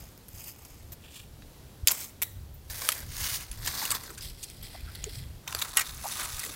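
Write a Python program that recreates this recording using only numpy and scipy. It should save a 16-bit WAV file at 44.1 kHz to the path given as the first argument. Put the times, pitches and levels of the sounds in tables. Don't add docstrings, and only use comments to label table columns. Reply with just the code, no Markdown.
import sys
import numpy as np
from scipy import signal
from scipy.fft import rfft, irfft, next_fast_len
from scipy.io import wavfile
from scipy.ndimage import uniform_filter1d

SR = 44100
rng = np.random.default_rng(int(sys.argv[2]) if len(sys.argv) > 2 else 0)


def generate_wav(signal):
    frames = np.transpose(np.atleast_2d(signal))
    scaled = np.clip(frames, -1, 1) * 32767
    pcm = np.round(scaled).astype(np.int16)
    wavfile.write(sys.argv[1], SR, pcm)


N = 288855
TIME = np.arange(N) / SR
BODY_HZ, TOP_HZ = 2200, 8000
SILENT_DB = -72


def undb(db):
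    return 10 ** (np.asarray(db) / 20)


def unit(x):
    return x / np.sqrt(np.mean(x ** 2) + 1e-18)


def add(out, s, x):
    i = int(np.clip(s * SR, 0, N - 1))
    out[i:i + len(x)] += x[:N - i]


def band(x, hz, kind, order=4):
    return signal.sosfilt(signal.butter(order, hz, kind, fs=SR, output="sos"), x)


def resonate(x, hz, q):
    b, a = signal.iirpeak(min(hz, .4 * SR), max(q, 1), fs=SR)
    return signal.lfilter(b, a, x)


def colour(x, points):
    hz, db = np.transpose(points)
    size = 2 * next_fast_len(len(x) // 2 + SR // 10)
    grid = np.maximum(np.fft.rfftfreq(size, 1 / SR), 1)
    low_cut_db = 20 * np.log10(np.maximum(hz[0] / grid, 1))
    gain_db = np.interp(np.log(grid), np.log(hz), db) - low_cut_db
    cepstrum = irfft(np.log(undb(gain_db)))
    cepstrum[1:size // 2] *= 2
    cepstrum[size // 2 + 1:] = 0
    return irfft(rfft(x, size) * np.exp(rfft(cepstrum)))[:len(x)]


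def walk(rate, n=N):
    knots = rng.standard_normal(N // 20)
    return unit(np.interp(TIME[:n] * rate, np.arange(len(knots)), knots))


def outdoors():
    # frequency_hz, gain_db
    breeze_tone = [(15, -17), (28, -1), (48, -3.5), (63, 1.5), (80, -1.5), (100, -3), (130, -10.5),
                   (148, -7), (175, -23.5), (260, -35.5), (500, -55.5)]
    # time_s, level_db
    breeze = [(0, -50.5), (0.9, -48.5), (2.1, -51), (2.5, -44), (2.9, -51), (3.08, -41), (3.4, -47.5),
              (3.62, -41), (3.8, -51), (4.3, -49), (5.3, -46), (6.55, -51.5)]
    # start_s, length_s, pitch_hz, level_db
    bumps = [(1.826, 0.027, 71, -26), (3.207, 0.037, 85.5, -32.5), (3.314, 0.025, 80, -33),
             (3.486, 0.057, 40.3, -33)]
    # frequency_hz, gain_db
    air_tone = [(100, 6), (220, -0.5), (350, -4), (600, -8.5), (1100, -14.5), (2200, -18.5), (4200, -17.5),
                (6000, -20), (9000, -22), (12000, -19.5), (16000, -23.5)]
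    air_db, flutter_db, sway_db = -53.5, 4.5, 0.9

    noise = colour(rng.standard_normal(N), breeze_tone)
    rumble = unit(noise * undb(flutter_db * walk(14)))
    s, db = np.transpose(breeze)
    out = rumble * undb(np.interp(TIME, s, db))
    for s, length, hz, db in bumps:
        t = TIME[:int(length * SR)]
        add(out, s, undb(db) * np.hanning(len(t)) * np.sin(2 * np.pi * hz * t))
    hiss = unit(colour(rng.standard_normal(N), air_tone))
    return out + hiss * undb(air_db + sway_db * walk(5.2))


def scuffs():
    # start_s, length_s, centre_hz, width_hz, level_db
    rubs = [(3.815, 0.025, 830, 220, -41.5), (3.909, 0.033, 1150, 350, -40), (4.084, 0.039, 1430, 400, -52),
            (4.085, 0.047, 374, 120, -54.5), (4.163, 0.055, 1575, 297, -57), (4.739, 0.029, 760, 240, -49),
            (4.861, 0.054, 1440, 320, -55), (5.05, 0.049, 437, 68, -45), (6.032, 0.048, 823, 272.4, -38.5),
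            (6.4, 0.17, 357, 236, -55.5)]
    out = np.zeros(N)
    for s, length, hz, width_hz, db in rubs:
        n = int(length * SR)
        edges_hz = [hz - width_hz / 2, hz + width_hz / 2]
        rub = band(rng.standard_normal(SR // 2), edges_hz, "bandpass", order=2)[-n:]
        add(out, s, unit(rub * np.hanning(n)) * undb(db))
    return out


def struck(hits, modes, gain_db, damping, split, buzz_db, buzz_t60):
    out, t = np.zeros(N), TIME[:SR // 2]
    hz, mode_db, t60 = np.repeat(np.transpose(modes), 3, axis=1)[:, :, None]
    hz = hz + split * np.sqrt(hz) * rng.standard_normal(hz.shape)
    for s, db, tilt_db in hits:
        scatter_db = rng.standard_normal(hz.shape)
        shares = undb(mode_db + tilt_db * np.log2(hz / hz.max()) + scatter_db)
        decay = np.exp(-np.log(1000) * damping * t / t60)
        rings = np.sin(2 * np.pi * (hz * t + rng.random(hz.shape))) * decay
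        ringing = (shares * rings).sum(axis=0) / np.linalg.norm(shares)
        chatter = rng.standard_normal(len(t))
        buzz = unit(sum(g * resonate(chatter, f, q=8.2) for f, g in zip(hz[::3, 0], shares[::3, 0])))
        buzz *= undb(buzz_db) * np.exp(-np.log(1000) * t / buzz_t60)
        add(out, s, undb(db + gain_db) * (ringing + buzz))
    return out


def tray():
    # start_s, level_db, tilt_db_per_octave
    hits = [(5.7705, -17, 2.5), (5.7735, -25.5, 5), (5.795, -30, -17), (5.811, -37, -14)]
    # frequency_hz, level_db, t60_s
    modes = [(1060, -22, 0.12), (1325, 0, 0.094), (1510, -2.5, 0.24), (1910, 6.5, 0.11), (2153, 1, 0.15),
             (2430, 2, 0.082), (2825, 5, 0.12), (3065, -0.5, 0.16), (3350, -17, .14), (5570, -2, .15),
             (6730, 1, 0.15), (7950, -3, 0.11), (7500, -7, 0.097)]
    return struck(hits, modes, gain_db=-2, damping=1.25, split=.12, buzz_db=-3, buzz_t60=.06)


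def scissors():
    # start_s, level_db, tilt_db_per_octave
    hits = [(2.2195, -39.5, -1), (2.2325, -57, 3)]
    # frequency_hz, level_db, t60_s
    modes = [(2000, -16, 0.4), (2020, 11, 0.14), (3350, -1, 0.28), (3840, 6, .3), (5740, -12, 0.27),
             (6300, -5, .3), (7750, 2, .35), (8650, 2, 0.28), (10300, 1, 0.34), (11250, -5, .3),
             (12030, -7, .25), (12470, -2, 0.41), (13380, 0, .15), (13535, 0, .45), (13995, 1, .25),
             (14900, -1, 0.41)]
    return struck(hits, modes, gain_db=-5, damping=1.05, split=.22, buzz_db=2.5, buzz_t60=.45)


def blade_tips():
    # start_s, level_db, tilt_db_per_octave
    hits = [(2.5405, -53, 0)]
    # frequency_hz, level_db, t60_s
    modes = [(13500, 0, 0.29), (14900, -4, .3)]
    return struck(hits, modes, gain_db=2, damping=1, split=0.17, buzz_db=-12, buzz_t60=0.034)


def facet(ring_s, hz, q, mode_db, tail_db, tail_s):
    t = TIME[:SR // 20]
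    decay = np.exp(-t / ring_s) + undb(tail_db) * np.exp(-t / tail_s)
    crowd = rng.standard_normal(len(t)) * decay
    response = unit(crowd) + undb(mode_db) * unit(resonate(crowd, hz, q))
    return response / np.linalg.norm(response)


def effort(movement):
    # peak_s, rise_s, fall_s, level_db, relative_body_db, movement
    strokes = [(0.01, .03, 0.099, -53.5, -7, "distant"), (0.41, 0.091, 0.06, -47.5, -11, "distant"),
               (0.488, 0.032, 0.028, -42, -14.5, "distant"), (0.653, 0.23, 0.22, -56.5, -5, "distant"),
               (1.05, 0.038, 0.084, -57, -1.5, "blade in"), (1.169, 0.058, 0.061, -46, -10, "blade in"),
               (1.914, 0.027, 0.073, -36.5, -12.5, "cut"), (2.024, 0.082, 0.051, -38.5, -16.5, "cut"),
               (2.7, 0.0021, 0.16, -40, -11, "loosen"), (2.874, 0.11, 0.1, -36, -9.5, "loosen"),
               (2.976, 0.034, 0.062, -43.5, -5, "loosen"), (3.265, 0.12, 0.078, -31, -13, "draw"),
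               (3.354, 0.062, 0.028, -30.5, -17, "draw"), (3.409, 0.045, 0.06, -41.5, -9.5, "draw"),
               (3.532, 0.045, 0.039, -48.5, -11.5, "draw"), (3.678, 0.039, 0.036, -33.5, -9, "drag"),
               (3.84, 0.18, 0.082, -33.5, -5.5, "drag"), (3.96, 0.034, 0.022, -34.5, -3, "drag"),
               (4.041, 0.084, .15, -46.5, -3, "drag"), (4.231, .018, 0.076, -40, -20, "touch"),
               (4.43, 0.069, 0.19, -48.5, -22, "touch"), (4.65, 0.037, 0.064, -45.5, -11, "touch"),
               (4.742, 0.037, 0.088, -49.5, -4, "touch"), (4.961, 0.18, 0.3, -52.5, -2.5, "touch"),
               (5.165, 0.13, 0.075, -46, -11.5, "touch"), (5.482, 0.012, 0.079, -47, 1, "peel"),
               (5.613, 0.1, 0.17, -42.5, -2.5, "peel"), (5.786, 0.035, 0.038, -36.5, -0.5, "peel"),
               (5.875, 0.055, 0.096, -43, -9, "peel"), (6.123, 0.13, 0.091, -38.5, -10.5, "peel"),
               (6.202, 0.039, 0.091, -36, -4.5, "peel"), (6.406, 0.22, 0.26, -41, -11, "peel")]
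    drop_db = 10
    rise_shape, fall_shape = 1.6, 1.3

    power, body = np.full(N, 1e-14), np.full(N, 1e-15)
    for s, rise, fall, db, body_db, name in strokes:
        if name == movement:
            before = np.maximum((s - TIME) / rise, 0) ** rise_shape
            after = np.maximum((TIME - s) / fall, 0) ** fall_shape
            stroke = undb(db - drop_db * np.minimum(before + after, 20)) ** 2
            power += stroke
            body += stroke * undb(body_db) ** 2
    return 10 * np.log10(power), 10 * np.log10(body / power)


def snap(length, db, low_db, high_db, hz):
    rate, first, fade = 7000, 0.83, 0.16
    n = max(int(length * SR), 8)
    cracks = (rng.random(n) < rate / SR) * rng.standard_normal(n)
    cracks[0] = first
    response = facet(ring_s=0.00025, hz=hz, q=10, mode_db=-4, tail_db=-23, tail_s=.009)
    burst = signal.fftconvolve(cracks * np.exp(-fade * np.arange(n) / n), response)
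    body = band(band(burst, BODY_HZ, "lowpass"), 550, "highpass", order=2)
    middle = band(burst, [BODY_HZ, TOP_HZ], "bandpass")
    top = band(burst, TOP_HZ, "highpass")
    parts = [(body, low_db), (middle, -2.0), (top, high_db - 0.5)]
    return sum(part * np.sqrt(n) / np.linalg.norm(part) * undb(db + part_db) for part, part_db in parts)


def small_folds(movement, per_s, over_db, top_db):
    length_s, scatter_db, count = .0025, 6.5, 160
    out = np.zeros(N)
    work_db, low_db = effort(movement)
    for when, chance, size, pitch in rng.random((count, 4)):
        i = int(when * N)
        if work_db[i] > SILENT_DB and chance < per_s * N / SR / count:
            db = work_db[i] + over_db + scatter_db * (2 * size - 1)
            hz = 1000 * 13 ** pitch
            add(out, i / SR, snap(length_s, db, low_db[i], top_db, hz))
    return out


def snaps():
    # start_s, length_s, level_db, body_db, top_db, facet_mode_hz
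    big_folds = [(0.176, 0.003, -54.5, -6, 7, 14400), (0.283, 0.0068, -56.5, -10, 12.5, 11600),
                 (0.44, 0.005, -49, -15, 8, 13400), (0.65, 0.0038, -49, -19, 4, 2850),
                 (0.919, 0.018, -51, -8.5, 8, 13900), (1.421, 0.0019, -48.5, -2, -15, 3820),
                 (1.8723, 0.0034, -14, -16.5, 2, 4700), (1.8807, 0.004, -15.5, -21, -2.5, 6750),
                 (1.889, 0.0063, -27.5, -10.5, -16, 6900), (1.907, 0.00087, -22.5, -7, -14, 5370),
                 (1.911, 0.01, -30.5, -10, 8, 13500), (2.2181, 0.006, -32.5, -3.5, 8, 2270),
                 (2.221, 0.014, -33.5, -11.5, 8.5, 13300), (2.818, 0.0032, -33, -2.5, -14, 1120),
                 (2.8888, 0.0018, -15, -7.5, 0, 1230), (2.919, 0.0087, -31, -8, 2, 12400),
                 (3.004, 0.002, -43.5, -15, 6, 11000), (3.514, 0.005, -40, -24, 2.5, 10600),
                 (3.673, 0.0048, -26, -10, -20, 1940), (3.9044, 0.0038, -26.5, -8, 5.5, 4570),
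                 (3.913, 0.01, -30, -7, 5.5, 7960), (4.037, 0.0022, -44, 1, 5, 7450),
                 (4.176, 0.015, -43.5, -25, -3, 1500), (4.208, 0.0046, -37.5, -27, -14, 4800),
                 (4.429, 0.016, -41, -19, 3, 4360), (4.499, 0.003, -43, -15, -2, 8450),
                 (4.628, 0.0044, -53.5, -5, 13, 11700), (4.95, 0.006, -38.5, -15, -3, 4300),
                 (5.04, 0.0029, -27, -19, -10, 6900), (5.476, 0.0051, -32, -8.5, -4.5, 3720),
                 (5.525, 0.0031, -33.5, -1.5, -4, 1050), (5.5483, 0.0015, -22.5, -6, -1, 4700),
                 (5.589, 0.0025, -36, -24, 5, 4200), (5.5955, 0.0015, -47, -13, 18, 14200),
                 (5.616, 0.011, -27, -10, -1, 3930), (5.77, 0.0033, -24.5, -24, 11, 10800),
                 (5.773, 0.0019, -19.5, -29, -12, 2700), (5.783, 0.0028, -24.5, -18, -20, 7650),
                 (5.7937, 0.0064, -28, -12, 5, 1850), (5.808, 0.012, -28.5, -19, -6, 1820),
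                 (6.079, 0.0018, -43, -2, 11.5, 12000), (6.2565, 0.0032, -34, -3, -11, 1060),
                 (6.393, 0.0084, -37, -20, 5, 4800), (6.433, 0.0082, -38, -2.5, 2, 1990),
                 (6.476, 0.0004, -37, -18, 6, 7560)]
    out = np.zeros(N)
    for s, length, db, low_db, high_db, hz in big_folds:
        add(out, s, snap(length, db, low_db, high_db, hz))
    return (out + small_folds("distant", per_s=8, over_db=-4, top_db=6)
            + small_folds("drag", per_s=12, over_db=0.5, top_db=5)
            + small_folds("touch", per_s=5, over_db=0, top_db=2)
            + small_folds("peel", per_s=14, over_db=-2.5, top_db=8))


def crinkle(movement, tone, rate, spread_db, gain_db, body_db):
    count = 14
    strain_db, clump_db = -1.0, 1.57
    work_db, low_db = effort(movement)
    start, end = np.flatnonzero(work_db > SILENT_DB)[[0, -1]]
    n, work_db, low_db = end - start, work_db[start:end], low_db[start:end]
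    density = rate * np.sqrt(undb(work_db - work_db.max())) / count / SR
    sheet = np.zeros(n)
    for hz in np.linspace(1000, 14500, count) + rng.uniform(-400, 620, count):
        chance, size, sign = rng.random((3, n))
        size_db = spread_db * np.minimum(-np.log1p(-size), 4)
        sizes = undb(size_db) * np.sign(sign - .5)
        clicks = (chance < density) * sizes / np.sqrt(density)
        clicks *= undb(strain_db * walk(17.1, n))
        response = facet(ring_s=0.00092, hz=hz, q=hz / 700, mode_db=-2, tail_db=-14, tail_s=.009)
        sheet += signal.oaconvolve(clicks, response)[:n]
    sheet = colour(sheet * undb(clump_db * walk(130, n)), tone)
    sheet /= np.sqrt(np.maximum(uniform_filter1d(sheet ** 2, SR // 20), 1e-12))
    edge = unit(band(sheet, BODY_HZ, "highpass"))
    body = unit(band(sheet, BODY_HZ, "lowpass")) * undb(low_db + body_db)
    out = np.zeros(N)
    add(out, start / SR, (edge + body) * undb(work_db + gain_db))
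    return out


def foil():
    # frequency_hz, gain_db
    distant_tone = [(400, 6), (2000, -4), (2800, -1), (4000, -11.5), (5100, -0.5), (5800, -7), (6300, -0.5),
                    (8500, -3), (10200, -6.5), (11600, 0.5), (12500, -11), (13500, 3), (16000, -4)]
    blade_in_tone = [(400, -12), (2100, -16.5), (2700, -0.5), (4300, -3), (5600, -9), (7500, -2),
                     (10000, -9), (16000, -7)]
    cut_tone = [(300, -2.5), (1000, -4), (3700, -7), (5000, -3.5), (7500, -1.5), (11000, -4.5), (13500, -1),
                (16000, -1)]
    loosen_tone = [(250, -18.5), (550, -5.5), (1200, -8.5), (2900, -7), (3700, -3), (4900, 2.5), (6800, 0),
                   (10400, 0), (11200, 3), (12300, 1), (13700, 1.5), (16000, -0.5)]
    draw_tone = [(300, -22), (1150, -9), (2200, -10), (4150, 1.5), (5900, 2.5), (6600, 4), (7400, -1.5),
                 (8900, 2), (10400, 0), (11500, 2.5), (12600, 0), (13400, 0), (16000, 2)]
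    drag_tone = [(250, 8), (500, 5), (1100, 8.5), (2000, 2.5), (3000, -3), (4600, 3), (6600, -1.5),
                 (8600, -0.5), (10600, -4), (11900, -1.5), (13100, -1.5), (14300, 1), (16000, -3.5)]
    touch_tone = [(300, -14), (800, -1), (1100, -8), (1600, -3.5), (3100, -1), (4800, 3), (5700, 0),
                  (6500, -11), (8000, -1), (10200, -1.5), (12500, -5), (16000, -5)]
    peel_tone = [(250, 0.5), (550, 1.5), (1100, 12), (2200, -2.5), (3800, -4), (4900, -1), (6300, -4),
                 (10000, -4.5), (11300, -4), (12900, -8), (13600, -4), (16000, -7)]
    return (crinkle("distant", distant_tone, rate=2100, spread_db=-0.5, gain_db=1.5, body_db=-4.5)
            + crinkle("blade in", blade_in_tone, rate=5700, spread_db=2, gain_db=-1.5, body_db=1.5)
            + crinkle("cut", cut_tone, rate=4300, spread_db=1.0, gain_db=1, body_db=1)
            + crinkle("loosen", loosen_tone, rate=3600, spread_db=2.0, gain_db=0.5, body_db=0.5)
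            + crinkle("draw", draw_tone, rate=5500, spread_db=1.0, gain_db=-1, body_db=3.5)
            + crinkle("drag", drag_tone, rate=3600, spread_db=1.5, gain_db=0.0, body_db=-4)
            + crinkle("touch", touch_tone, rate=3200, spread_db=0.5, gain_db=-0.5, body_db=-3)
            + crinkle("peel", peel_tone, rate=2200, spread_db=2.0, gain_db=2.0, body_db=-3.5))


def scene():
    background = outdoors()
    metal = tray() + scissors() + blade_tips()
    bundle = scuffs() + snaps() + foil()
    return (background + metal + bundle)[None]


def record(dry):
    return signal.sosfilt(signal.ellip(10, .2, 70, 15800, fs=SR, output="sos"), dry)


dry = scene()
out = record(dry)
generate_wav(out)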